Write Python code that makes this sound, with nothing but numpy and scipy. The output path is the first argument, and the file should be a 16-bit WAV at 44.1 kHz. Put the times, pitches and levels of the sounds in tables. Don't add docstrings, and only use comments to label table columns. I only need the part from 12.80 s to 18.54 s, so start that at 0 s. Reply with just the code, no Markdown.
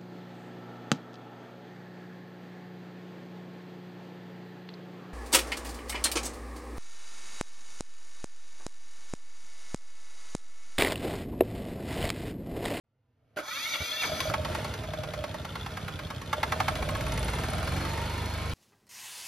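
import sys
import numpy as np
from scipy import signal
from scipy.fft import rfft, irfft, next_fast_len
from scipy.io import wavfile
from scipy.ndimage import uniform_filter1d

SR = 44100
rng = np.random.default_rng(int(sys.argv[2]) if len(sys.argv) > 2 else 0)


def file_out(sig):
    cols = np.atleast_2d(sig).T
    lim = np.clip(cols, -1, 1)
    pcm = np.round(lim * 32767).astype(np.int16)
    wavfile.write(sys.argv[1], SR, pcm)


N = 253001

# (f/Hz, width/Hz, gain/dB)
BLOCK_MODES = [(612, 34, -11), (758, 40, -6), (888, 40, -2), (1025, 60, -10), (1100, 40, 0), (1248, 50, -8),
               (1313, 50, -8), (1410, 70, -12), (1592, 45, -10), (1672, 45, -9), (1965, 70, -9),
               (2250, 120, -13), (2730, 60, -16), (3250, 220, -18), (3650, 240, -19), (4600, 200, -22),
               (5740, 60, -24)]
# (f/Hz, gain/dB)
BODY_RESPONSE = [(200, -24), (450, -20), (1100, -8), (1800, -18), (2900, -24), (4000, -26), (6000, -34),
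                 (8200, -40), (11000, -44), (15500, -56)]
STAGE_ONSETS = [0, 1.89, 2.09, 3.92, 4.45, 4.853, 5.072, 5.25]


def amp(db):
    return 10 ** (np.asarray(db) / 20)


def unit_rms(x):
    return x / np.sqrt(np.mean(x ** 2) + 1e-20)


def at_hz(points, hz):
    f, value = np.transpose(points)
    return np.interp(np.log(hz + 1), np.log(f + 1), value)


def curve(rows):
    times, *columns = np.transpose(rows)
    t = np.arange(N) / SR
    gate = uniform_filter1d(1. * (t > times[0]) * (t < times[-1] + .01), size=300)
    return gate, [np.interp(t, times, column) for column in columns]


def coloured(x, points):
    log_gain = np.log(amp(at_hz(points, abs(np.fft.fftfreq(4096, 1 / SR)))))
    taps = np.fft.ifft(np.exp(log_gain - 1j * signal.hilbert(log_gain).imag)).real
    return signal.oaconvolve(x, taps[:2048])[:N]


def filtered(x, order, hz, kind):
    return signal.sosfilt(signal.butter(order, hz, kind, fs=SR, output="sos"), x)


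def ring(x, hz, width):
    r = np.exp(-np.pi * width / SR)
    return 2 * signal.lfilter([1 - r], [1, -r * np.exp(2j * np.pi * hz / SR)], x).real


def resonate(x, modes, damping=1):
    return sum(amp(db) * ring(x, hz, damping * width) for hz, width, db in modes)


def block(x):
    return coloured(x, BODY_RESPONSE) + resonate(x, BLOCK_MODES)


def bursts(times, sizes, rise_s, decay_s):
    train, t = np.zeros(N), np.arange(4000) / SR
    at = np.round(np.asarray(times) * SR).astype(int)
    np.add.at(train, at[at < N], (sizes * np.ones(len(at)))[at < N])
    return signal.oaconvolve(train, (1 - np.exp(-t / rise_s)) * np.exp(-t / decay_s))[:N]


def waver(count, depth_db, samples):
    return amp(depth_db * unit_rms(uniform_filter1d(rng.standard_normal((count, N)), size=samples)))


def at_phase(tops, phase):
    return tops[:-1] + phase * np.diff(tops)


def yard():
    fade_in = [(0.04, -79.5), (0.39, -71), (0.53, -64)]  # (t/s, level/dB)
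    spectrum = [(18, -34), (30, -21), (129, -4), (176, -24), (253, -14.5), (346, -24), (662, -21.5),
                (754, -27), (3000, -38.5), (6000, -50), (15000, -55)]
    gate, (db,) = curve(fade_in + [(N / SR, fade_in[-1][1])])
    return gate * amp(db) * unit_rms(coloured(rng.standard_normal(N), spectrum))


def intake_hum():
    t = np.arange(N) / SR
    air = amp(-21) * (t > .92) * (t < 1.215) * rng.standard_normal(N)
    return ring(air, hz=615, width=25)


def starter():
    run = [(.62, 270.6, -51.5), (.682, 431, -37.5), (.754, 535.4, -34.5), (.828, 671.4, -33),
           (.896, 775.6, -32.5), (.925, 772, -33), (.942, 729, -29), (.953, 592, -34.5), (.962, 523.5, -35),
           (.985, 678.8, -36.5), (1.005, 756, -36), (1.056, 797, -33), (1.186, 906, -35),
           (1.212, 915, -32.5), (1.224, 818, -27.5), (1.236, 720, -30.5), (1.25, 436.6, -31),
           (1.264, 526, -33.5), (1.3, 778, -41), (1.43, 981, -38), (1.5, 1097, -39.5), (1.54, 1112, -70),
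           (1.95, 1115, -78)]
    housing_modes = [(270, 140, -22), (619, 31, -12), (1310, 50, -4), (1420, 90, -7), (1750, 40, -9),
                     (1960, 40, -6), (2265, 110, -2), (2750, 55, -8), (3360, 80, 1), (3620, 130, -3),
                     (4140, 90, -5), (4720, 65, -2), (5750, 40, -4), (6135, 65, -4), (10500, 900, -25),
                     (11900, 700, -27)]
    mesh_orders = (1, 2, 2.5, 3, 4, 5, 6)
    mesh_levels = [-14, -3, -8, -0.5, -2, -5, -9]
    gate, (hz, db) = curve(run)
    tonal_share = np.where(np.arange(N) / SR < 1.255, .3, .06)
    lag = np.exp(-1 / (.0067 * SR))
    slowing = np.maximum(-np.gradient(hz) * SR / 8800, 0)
    strain = signal.lfilter([1 - lag], [1, -lag], slowing)
    groan = amp(-54) + amp(-40) * np.minimum(strain, 1) ** 2
    turns = np.cumsum(hz * (1 + .09 * uniform_filter1d(rng.standard_normal(N), size=200))) / SR
    partials = zip(mesh_orders, mesh_levels, waver(len(mesh_orders), depth_db=4, samples=700))
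    teeth = unit_rms(sum(amp(level) * gain * np.cos(2 * np.pi * k * turns) for k, level, gain in partials))
    grit = rng.standard_normal(N) * (.12 + np.exp(-(turns % 1) / .37))
    drive = tonal_share * teeth + (1 - tonal_share) * unit_rms(grit)
    housing = amp(-20) * coloured(grit, BODY_RESPONSE) + resonate(drive, housing_modes)
    whine = amp(-27) * filtered(tonal_share / .3 * teeth, 4, (1300, 4300), "band")
    return gate * (amp(db) * unit_rms(housing + whine) + groan * unit_rms(block(drive + .5 * teeth)))


def clunks():
    jolts = [(0.561, -42.5, -62, -50), (0.568, -31, -66, -39), (0.585, -34, -61, -35),
             (0.948, -42, -67, -43), (1.004, -35.5, -32, -40), (1.017, -46, -31, -45),
             (1.499, -33, -25, -7)]
    modes = [(313, 60, 13.3), (434, 140, 8.3), (616, 42, 22), (1380, 270, 10.3)]
    times, blow_db, thud_db, tick_db = np.transpose(jolts)
    blow = bursts(times, amp(blow_db), .0012, .02) * rng.standard_normal(N)
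    tick = bursts(times, amp(tick_db), .00018, .0019) * rng.standard_normal(N)
    thud = ring(np.gradient(bursts(times, amp(thud_db), .0019, .0042)), hz=85, width=44)
    clunk = amp(-5.5) * block(blow) + amp(-6) * coloured(blow, BODY_RESPONSE) + resonate(blow, modes)
    click = amp(-1.5) * ring(tick, hz=1270, width=500) + coloured(tick, BODY_RESPONSE)
    return clunk + click + amp(53.5) * thud


def clatter(tops):
    noise = rng.standard_normal(N)
    grains = amp(3 * np.minimum(rng.exponential(1, N), 5)) * (rng.random(N) < 1500 / SR)
    rattle = unit_rms(noise + .5 * unit_rms(grains * np.sign(noise)))
    spectrum = [(30, -30), (90, -10), (300, -5), (700, -9), (1500, -11), (3000, -16), (4500, -20),
                (6300, -26), (8000, -36), (15500, -70)]
    sound = unit_rms(coloured(rattle, spectrum)) + amp(-21) * unit_rms(block(rattle))
    return sound * (.89 + .87 * bursts(tops, .74, .0012, .011))


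def exhaust_hiss(tops):
    spectrum = [(3000, -45), (6500, -4.5), (8000, 1), (10500, -5.5), (13500, -12.5), (15500, -7.5)]  # (f/Hz, level/dB)
    puff = 1 + 2.16 * bursts(tops - .004, .84, .0013, .0063)
    return unit_rms(coloured(rng.standard_normal(N), spectrum)) * puff


def exhaust_chirps(tops):
    out, t = np.zeros(N), np.arange(0, .009, 1 / SR)
    for top, (pitch_scatter, level_scatter) in zip(tops, rng.standard_normal((len(tops), 2))):
        if 3.85 < top < 5.03:
            load = np.exp(-((top - 4.4) / .55) ** 2)
            hz = 10000 + 1140 * load ** 16 + 210 * pitch_scatter - 2600 * t / t[-1]
            envelope = amp(-35.5 + 2 * level_scatter) * np.sqrt(load) * np.hanning(len(t))
            start = round((top + .0125) * SR)
            out[start:start + len(t)] += envelope * np.sin(2 * np.pi * np.cumsum(hz) / SR)
    return out


def air_box(tops):
    phases = (0, .36, .49, .8)
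    stroke_levels = [(-5.5, -2.5, -2, -3), (-6, -24, -2.5, -14), (-0.5, -6, -1.5, -11.5),
                     (-6, -13, 4.5, 1.5), (0, -20, -3.5, 5), (-2, -2, -16, -8), (-25, -13, 2, -1),
                     (-15, 0, 1, -18)]
    times = np.concatenate([at_phase(tops, phase) for phase in phases])
    sizes = amp(np.array(stroke_levels)[np.searchsorted(STAGE_ONSETS, tops[:-1]) - 1].T.ravel())
    flow = rng.standard_normal(N) * (.055 + .5 * bursts(times, sizes, .00045, .0022))
    pulses = 2 * bursts(times, sizes, .0001, .00015)
    return unit_rms(ring(flow + pulses, hz=618, width=30))


def pipes(tops):
    pulses = [(0.3, -7, -4, 74, 49, -1), (.565, 2.5, -13, 82.5, 30, 1), (0.6, -18, -0.5, 155.4, 28.5, 1),
              (.825, -3, -13, 110, 40, -1), (.2, -10, 4, 62.2, 29, 1)]
    speed = np.clip((1 / np.diff(tops) - 9) / 16, 0, 1)
    scatter, out = rng.standard_normal((len(speed), len(pulses))), np.zeros(N)
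    for k, (phase, slow_db, fast_db, hz, width, sign) in enumerate(pulses):
        size = amp(slow_db + speed * (fast_db - slow_db) + (2 - 1.3 * speed) * scatter[:, k])
        push = np.gradient(bursts(at_phase(tops, phase), sign * size, .0036, .0017))
        push += amp(-54) * rng.standard_normal(N)
        out += ring(push, hz, width) / width + amp(-93) * push
    out = filtered(out, 2, 45, "high")
    merged = np.interp(np.arange(N) / SR, tops[:-1], speed)
    return amp(-12 * merged) * out / np.sqrt(uniform_filter1d(out ** 2, size=9000) + 1e-16)


def fan_whine(turns):
    swell = [(4.4, -66), (4.7, -56), (4.9, -52), (5.2, -52), (5.5, -53), (5.74, -53)]  # (t/s, level/dB)
    orders = [(34, -4), (38, 1.5), (42, 1), (51, -6)]  # (multiple of the cycle rate, level/dB)
    shroud_modes = [(2010, 84, -4), (2230, 120, 1), (4230, 200, -2.5)]  # (f/Hz, width/Hz, gain/dB)
    gate, (swell_db,) = curve(swell)
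    gains = waver(len(orders), depth_db=2, samples=1500)
    tones = sum(gain * amp(db) * np.sin(2 * np.pi * k * turns) for (k, db), gain in zip(orders, gains))
    air = amp(.5) * unit_rms(resonate(rng.standard_normal(N), shroud_modes))
    return np.sqrt(2) * gate * amp(swell_db) * (tones + air)


def drone(turns):
    swell = [(3.55, -14.5), (3.8, -13), (4.05, -6.5), (5.74, -5.5)]  # (t/s, level/dB)
    order_levels = [1, 11, 4, -10, -9, 5, -7, 8.5]
    silencer = [(20, -95), (30, -64), (45, -46.5), (57, -36), (68, -45), (90, -37.5), (112, -40.5),
                (150, -43.5), (175, -53.5), (230, -57.5)]
    gate, (swell_db,) = curve(swell)
    cycle_hz = np.gradient(turns) * SR
    tones = sum(-amp(swell_db + db + at_hz(silencer, k * cycle_hz)) * np.sin(2 * np.pi * k * turns)
                for k, db in enumerate(order_levels, start=2))
    return np.sqrt(2) * gate * tones


def valve_ticks(tops):
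    impacts = [(.375, -31), (.5, -30), (.68, -32)]  # (phase/cycles, level/dB)
    scatter = rng.standard_normal((len(tops) - 1, len(impacts)))
    drop_db = 7 + .3 * (1 / np.diff(tops) - 9)
    envelope = sum(bursts(at_phase(tops, phase), amp(db - drop_db + .6 * scatter[:, k]), .00018, .0033)
                   for k, (phase, db) in enumerate(impacts))
    ticks = envelope * rng.standard_normal(N)
    cover = ring(ticks, hz=3430, width=480) + ring(ticks, hz=1410, width=70)
    return amp(13) * cover + amp(-24.5) * filtered(block(ticks), 2, 2500, "high")


def knocks(tops, db, crack_db):
    swell = 3.3 * bursts(tops - .003, amp(db), .0045, .0034)
    front = bursts(tops, amp(2 * db + 10.5), .0029, .0071)
    blow = (swell + front) * rng.standard_normal(N)
    casting = amp(-1) * resonate(blow, BLOCK_MODES[1:], damping=1.94)
    casting += amp(9.5) * coloured(blow, BODY_RESPONSE)
    head = amp(-7) * (ring(blow, hz=1450, width=400) + ring(blow, hz=2020, width=450))
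    shake = filtered(casting + head, 4, 720, "high")
    strike = bursts(tops, amp(2.13 * db + 53), .000038, .000063)
    slaps = np.gradient(bursts(np.r_[tops, tops + .00645], amp(np.r_[db, db] + 31.5), .00005, .0001))
    clang = sum((-1) ** k * amp(gain_db) * ring(strike + slaps, hz, .95 * width)
                for k, (hz, width, gain_db) in enumerate(BLOCK_MODES[1:]))
    crack = bursts(tops - .003, amp(crack_db), .0047, .0017) * rng.standard_normal(N)
    return clang + shake + amp(22) * filtered(block(crack), 2, 2500, "high")


def exhaust_kicks(tops, db):
    kick = bursts(tops - .004, amp(db + 10) * (tops > 3.92), .0022, .0021)
    return -filtered(kick, 1, 50, "high")


def firings():
    speed = [(1.235, 5.14), (1.4, 6.57), (1.6, 9.32), (1.9, 10.72), (2.05, 10.15), (2.6, 9.48), (3.5, 8.74),
             (3.7, 11.45), (3.95, 13.89), (4.2, 17.33), (4.5, 19.24), (4.8, 21.12), (5.05, 23.7),
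             (5.2, 24.47), (5.35, 24.66), (5.5, 25.17), (5.74, 25.44)]
    burning = [(-20, -41, 0), (-30.5, -16, 7), (-23, -27, 1.02), (-25, -15, 1.5), (-24, -20, 1.5),
               (-22, -32, 2), (-27.5, -27, 1.5), (-43, -27.5, 5)]
    standouts = [(1.234, -23.5, -40), (1.406, -22.5, -4), (1.54, -17, -42), (1.65, -19.5, -40),
                 (1.75, -20.5, -35), (1.847, -21, -40), (3.531, -16, -40), (3.632, -16, -33),
                 (3.722, -15.5, -38), (3.803, -15.5, -40), (3.883, -15.5, -13), (4.026, -21, -34),
                 (4.152, -20.5, -40), (4.431, -40, -14), (4.876, -21, -17)]
    t = np.arange(speed[0][0], N / SR + .3, 1 / SR)
    turns = np.cumsum(np.interp(t, *np.transpose(speed))) / SR
    tops = np.interp(np.arange(turns[-1] // 1), turns, t)
    db, crack_db, scatter_db = np.array(burning)[np.searchsorted(STAGE_ONSETS, tops) - 1].T
    db, crack_db = np.array([db, crack_db]) + scatter_db * rng.standard_normal((len(tops), 2)).T
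    for firing in standouts:
        nearest = abs(tops - firing[0]).argmin()
        tops[nearest], db[nearest], crack_db[nearest] = firing
    return tops, db, crack_db


def engine():
    levels = [(1.24, -39, -46, -43), (1.32, -39, -44, -37), (1.63, -42.5, -34, -38),
              (1.75, -37.5, -36, -40.5), (2.08, -45.5, -38, -39.5), (2.45, -45, -40, -39.5),
              (2.62, -46, -41, -48), (2.84, -44, -39.5, -55.5), (3.47, -46.5, -40.5, -51),
              (3.57, -42.5, -39.5, -36), (3.83, -38.5, -34.5, -42), (4.1, -40.5, -28.5, -44),
              (4.52, -37.5, -27, -48.5), (4.82, -39, -26, -48), (4.97, -37.5, -21.5, -49),
              (5.6, -40.5, -31.5, -55.5), (5.74, -40.5, -27, -60)]
    tops, db, crack_db = firings()
    gate, (clatter_db, pipe_db, box_db) = curve(levels)
    hiss_db = -48.5 + 1.24 * (clatter_db + 37)
    running = amp(clatter_db) * clatter(tops) + amp(hiss_db) * exhaust_hiss(tops)
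    running += amp(box_db) * air_box(tops) + amp(pipe_db) * pipes(tops)
    blows = knocks(tops, db, crack_db) + valve_ticks(tops) + exhaust_kicks(tops, db)
    turns = np.interp(np.arange(N + 4000) / SR, tops, np.arange(len(tops)))
    turns = uniform_filter1d(turns, size=6000, mode="nearest")[:N]
    return gate * running + blows + drone(turns) + fan_whine(turns) + exhaust_chirps(tops)


def diffuse_echoes(sound, size):
    patterns, changes_per_s, reverb_s = 6, 7, .055
    taps = np.zeros((patterns, 2, 6000))
    delays = np.arange(40, 5980, 20) + rng.integers(0, 20, (patterns, 2, 297))
    gains = rng.choice([-1., 1.], delays.shape) * amp(-60 * delays / SR / reverb_s)
    np.put_along_axis(taps, delays, gains, 2)
    taps /= np.linalg.norm(taps, axis=2, keepdims=True)
    turn = (np.arange(N) / SR * changes_per_s - np.arange(patterns)[:, None]) % patterns
    pieces = rfft(sound * np.sin(np.pi / 2 * np.minimum(turn, 2)), size)
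    return (pieces[:, None] * rfft(taps, size)).sum(0)


def scene():
    direct_share = [(60, 1), (130, .99), (250, .93), (500, .85), (1200, .7), (2200, .8), (4000, .65),
                    (6500, .85), (8300, .99), (11000, .72), (15000, .7)]
    left_lead = [(0, 0), (1400, -.1), (2000, 0), (3450, .8), (4650, .5), (5430, -.8), (6370, -1.1),
                 (7670, -2.8), (8300, -3.14), (8870, -3.4), (11100, -6.1), (13000, -6.5), (14600, -9.3)]
    left_excess = [(60, -0.5), (130, -0.5), (290, -0.5), (640, -3.0), (1410, -2.5), (3100, 1.0),
                   (6820, 1.5), (15000, 0.0)]
    sound = yard() + starter() + intake_hum() + clunks() + engine()
    size = next_fast_len(N + 6000)
    hz, side = np.fft.rfftfreq(size, 1 / SR), np.array([[.5], [-.5]])
    share = at_hz(direct_share, hz)
    direct = rfft(sound, size) * np.exp(1j * side * at_hz(left_lead, hz))
    ports = np.sqrt(share) * direct + np.sqrt(1 - share) * diffuse_echoes(sound, size)
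    return irfft(ports * amp(side * at_hz(left_excess, hz)), size)[:, :N]


def record(dry):
    soft = filtered(dry, 12, 14100, "low")
    band_limit = signal.firwin(511, 15730, window=("kaiser", 9), fs=SR)
    return signal.oaconvolve(soft, band_limit[None], "same")


dry = scene()
out = record(dry)
file_out(out)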